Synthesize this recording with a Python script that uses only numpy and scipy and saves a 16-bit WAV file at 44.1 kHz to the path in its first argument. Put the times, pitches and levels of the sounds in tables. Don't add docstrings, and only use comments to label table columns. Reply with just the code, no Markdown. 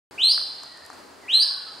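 import sys
import numpy as np
from scipy import signal
from scipy.fft import rfft, irfft, next_fast_len
from scipy.io import wavfile
from scipy.ndimage import map_coordinates

SR = 44100
rng = np.random.default_rng(int(sys.argv[2]) if len(sys.argv) > 2 else 0)


def waveform_to_disk(signal):
    frames = np.transpose(np.atleast_2d(signal))
    scaled = np.clip(frames, -1, 1) * 32767
    samples = np.round(scaled).astype(np.int16)
    wavfile.write(sys.argv[1], SR, samples)


N = 79380


def near_bird():
    # time_s, pitch_hz
    first_pitch = [(.177, 2150), (.183, 2450), (.19, 2790), (.213, 3230), (.222, 3610), (.237, 4030),
                   (.25, 4140), (.269, 4195), (.283, 4310), (.298, 4560), (.319, 4890), (.327, 5270),
                   (.337, 5330)]
    second_pitch = [(1.279, 2150), (1.285, 2430), (1.292, 2750), (1.318, 3350), (1.332, 3850),
                    (1.345, 4050), (1.37, 4180), (1.392, 4300), (1.407, 4570), (1.422, 4830), (1.431, 5190),
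                    (1.438, 5290)]
    # time_s, level_db
    first_level = [(.177, -40.5), (0.185, -32.5), (0.194, -27), (0.211, -25.5), (0.23, -22), (0.242, -16.5),
                   (.27, -21.5), (.29, -19.5), (0.31, -20.5), (0.336, -27.5)]
    second_level = [(1.279, -48), (1.285, -34.5), (1.3, -27.5), (1.333, -23.5), (1.343, -12.5),
                    (1.362, -19.5), (1.388, -25), (1.41, -17.5), (1.425, -21.5), (1.438, -25.5)]
    calls = [whistle(first_pitch, first_level), whistle(second_pitch, second_level)]
    return sum(call + branches(call) + panned(forest(call), left_db=-.8) for call in calls)


def whistle(pitch, level):
    # multiple, level_db
    partials = [(2, -22.5), (3, -38), (4, -49)]
    # frequency_hz, gain_db
    beak = [(5000, -16), (6000, -12.5), (7600, -5.5), (8500, 1.5), (9500, 2.5), (10600, -8), (12600, 4.5),
            (14200, -4), (15200, -16.5)]
    edge_s, full_voice_db, flutter_db = .003, -16.5, 1.5
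    t = clock()
    times, hz = np.transpose(pitch)
    pitch_hz = np.interp(t, times, hz) * (1 + .004 * wobble(per_s=260))
    phase = 2 * np.pi * np.cumsum(pitch_hz) / SR
    level_db = contour(level)
    gate = np.clip(np.minimum(t - times[0], times[-1] - t) / edge_s, 0, 1)
    overtones = sum(amp(db + along(beak, k * pitch_hz)) * np.sin(k * phase) for k, db in partials)
    richness = amp(.51 * (full_voice_db - level_db))
    tone = np.sqrt(2) * (np.sin(phase) + richness * overtones)
    return gate * amp(level_db + flutter_db * wobble(per_s=140)) * tone


def branches(x, count=8, spread_s=.02):
    delays = rng.uniform(0, spread_s, count)
    echoes = filtered(x, lambda hz: np.exp(-2j * np.pi * hz * delays[:, None]).sum(0))
    return amp(-7) / np.sqrt(count) * echoes


def forest(x):
    # frequency_hz, gain_db
    colour = [(1500, -4), (3000, 0.5), (4100, 1), (4900, 1.5), (9000, -2), (14000, 0)]
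    t = clock()
    build = 1 - np.exp(-t / .0041)
    decay = lambda t60_s: unit(amp(-60 * t / t60_s) * build) / np.sqrt(N)
    foliage = amp(-.5) * decay(t60_s=.52)
    far_trees = amp(-9) * decay(t60_s=1.4)
    tail = np.hypot(foliage, far_trees) * noise(colour, likeness=[(1000, .77)])
    return signal.fftconvolve(x[None], tail, axes=1)[:, :N]


def taps():
    # start_s, peak_db, pitch_hz, left_over_right_db
    contacts = [(0.3787, -25.5, 1556, 13), (0.4143, -32.5, 1300, 7), (0.6353, -37.5, 1140, 17.5),
                (0.9017, -28.5, 1170, 8), (.930, -37, 1630, -3)]
    rise_s, t60_s, sag_s = .0004, .005, .012
    out = np.zeros((2, N))
    for start, db, hz, left_db in contacts:
        t = np.maximum(clock() - start, 0)
        phase = 2 * np.pi * hz * sag_s * np.log1p(t / sag_s)
        envelope = (1 - np.exp(-t / rise_s)) ** 2 * amp(-60 * t / t60_s)
        ring = envelope * np.sin(phase)
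        out += panned(amp(db) * ring / np.abs(ring).max(), left_db)
    return out


def ticks():
    # start_s, level_db, t60_s, left_over_right_db
    bursts = [(.634, -40, 0.017, 13.5), (0.723, -41.5, 0.0052, 2), (0.774, -40, 0.0047, -7),
              (.851, -39.5, .006, 5), (.863, -31.5, 0.0046, 0), (.9015, -40.5, 0.0066, 9.5),
              (.931, -47, 0.037, 1)]
    # frequency_hz, gain_db
    colour = [(500, -13), (3000, -6), (7000, 4), (10000, -1), (12500, -8), (15500, -24)]
    white = noise([(1000, 0)], likeness=[(1000, .8)])
    out = np.zeros((2, N))
    for start, db, t60_s, left_db in bursts:
        t = clock() - start
        envelope = (t >= 0) * amp(db - 60 * np.abs(t) / t60_s)
        out += panned(envelope * white, left_db)
    return filtered(out, lambda hz: amp(along(colour, hz)))


def far_birds():
    # start_s, length_s, from_hz, to_hz, level_db
    glides = [(0.661, 0.094, 1955, 1898, -54), (0.727, 0.13, 1907, 1751, -48.5),
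              (1.216, 0.087, 2033, 1916, -48), (1.298, 0.09, 1794, 1720, -48),
              (1.412, 0.045, 1696, 1647, -40), (1.47, 0.24, 1683, 1717, -51.5),
              (1.496, 0.15, 1520, 1453, -45), (1.661, 0.044, 1303, 1257, -41)]
    # start_s, pitch_hz, level_db
    pip_run = [(1.375, 1121, -42), (1.439, 1070, -38), (1.499, 1105, -34), (1.564, 1154, -34)]
    pip_s, pip_fall = .019, .031
    notes = sum(far_note(*glide) for glide in glides)
    pips = sum(far_note(start, pip_s, hz, hz * (1 - pip_fall), db) for start, hz, db in pip_run)
    song = notes + pips
    return amp(-4) * song + forest(song)


def far_note(start_s, length_s, from_hz, to_hz, db, fade_s=.015):
    t = clock() - start_s
    pitch_hz = np.interp(t, [0, length_s], [from_hz, to_hz]) * (1 + .026 * wobble(per_s=120))
    gate = np.clip(np.minimum(t, length_s - t) / fade_s, 0, 1)
    return amp(db) * gate * np.sin(2 * np.pi * np.cumsum(pitch_hz) / SR)


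def hush():
    # frequency_hz, gain_db
    colour = [(25, -15), (60, -18), (78, -0.5), (95, -7.5), (170, -5.5), (280, -7.5), (450, -1), (850, 3),
              (1500, -1.5), (2400, -9), (3800, -12.5), (4700, -6), (5600, -14.5), (7500, -14.5),
              (10000, -18.5), (13000, -28), (15500, -38.5)]
    # frequency_hz, correlation
    likeness = [(30, 0.44), (80, .9), (150, 0.68), (400, 0.12), (1200, 0.43), (4000, 0.62), (12000, 0.44)]
    # time_s, level_db
    drift = [(.13, -49), (0.201, -48.5), (.3, -50.5), (.55, -50), (.72, -52), (.88, -50), (.96, -48),
             (1.15, -51.5), (1.449, -49.5), (1.651, -52.5), (1.8, -49)]
    lift_db = 2
    level_db = contour(drift) + lift_db + .5 * wobble(per_s=14.06)
    return amp(level_db) * noise(colour, likeness)


def low_rush():
    # time_s, level_db
    swell = [(.13, -51), (0.229, -56), (.32, -58), (.88, -63.5), (.96, -52.5), (1.12, -55.5), (1.24, -54),
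             (1.379, -55.5), (1.48, -65), (1.68, -61.5), (1.8, -60)]
    # frequency_hz, gain_db
    colour = [(100, -51), (200, -7), (270, 2), (400, -0.5), (600, -5), (1200, -30.5)]
    rush = amp(contour(swell)) * noise(colour, likeness=[(300, .64)])
    return panned(rush, left_db=5)


def amp(db):
    return 10 ** (np.asarray(db) / 20)


def unit(x):
    return x / np.sqrt(np.mean(x ** 2) + 1e-20)


def clock():
    return np.arange(N) / SR


def contour(points):
    return np.interp(clock(), *np.transpose(points))


def along(points, hz):
    frequencies, values = np.transpose(points)
    return np.interp(np.log(hz + 1), np.log(frequencies + 1), values)


def wobble(per_s):
    return map_coordinates(rng.standard_normal(N // 20), [clock() * per_s], mode="wrap")


def filtered(x, response):
    size = next_fast_len(N + SR // 2)
    hz = np.fft.rfftfreq(size, 1 / SR)
    return irfft(rfft(x, size) * response(hz), size)[..., :N]


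def noise(colour, likeness):
    def mid_side_gains(hz):
        width = np.arccos(np.clip(along(likeness, hz), -1, 1)) / 2
        return amp(along(colour, hz)) * [np.cos(width), np.sin(width)]
    mid, side = filtered(rng.standard_normal((2, N)), mid_side_gains)
    return unit(np.array([mid + side, mid - side]))


def panned(x, left_db):
    return x * amp([[left_db / 2], [-left_db / 2]])


def scene():
    close = taps() + ticks()
    birds = near_bird() + far_birds()
    close_echo = amp(-8) * forest(close.mean(0))
    return birds + close + close_echo + hush() + low_rush()


def record(dry):
    start_s, top_hz = .11, 15720
    return filtered(dry * (clock() > start_s), lambda hz: hz < top_hz)


dry = scene()
out = record(dry)
waveform_to_disk(out)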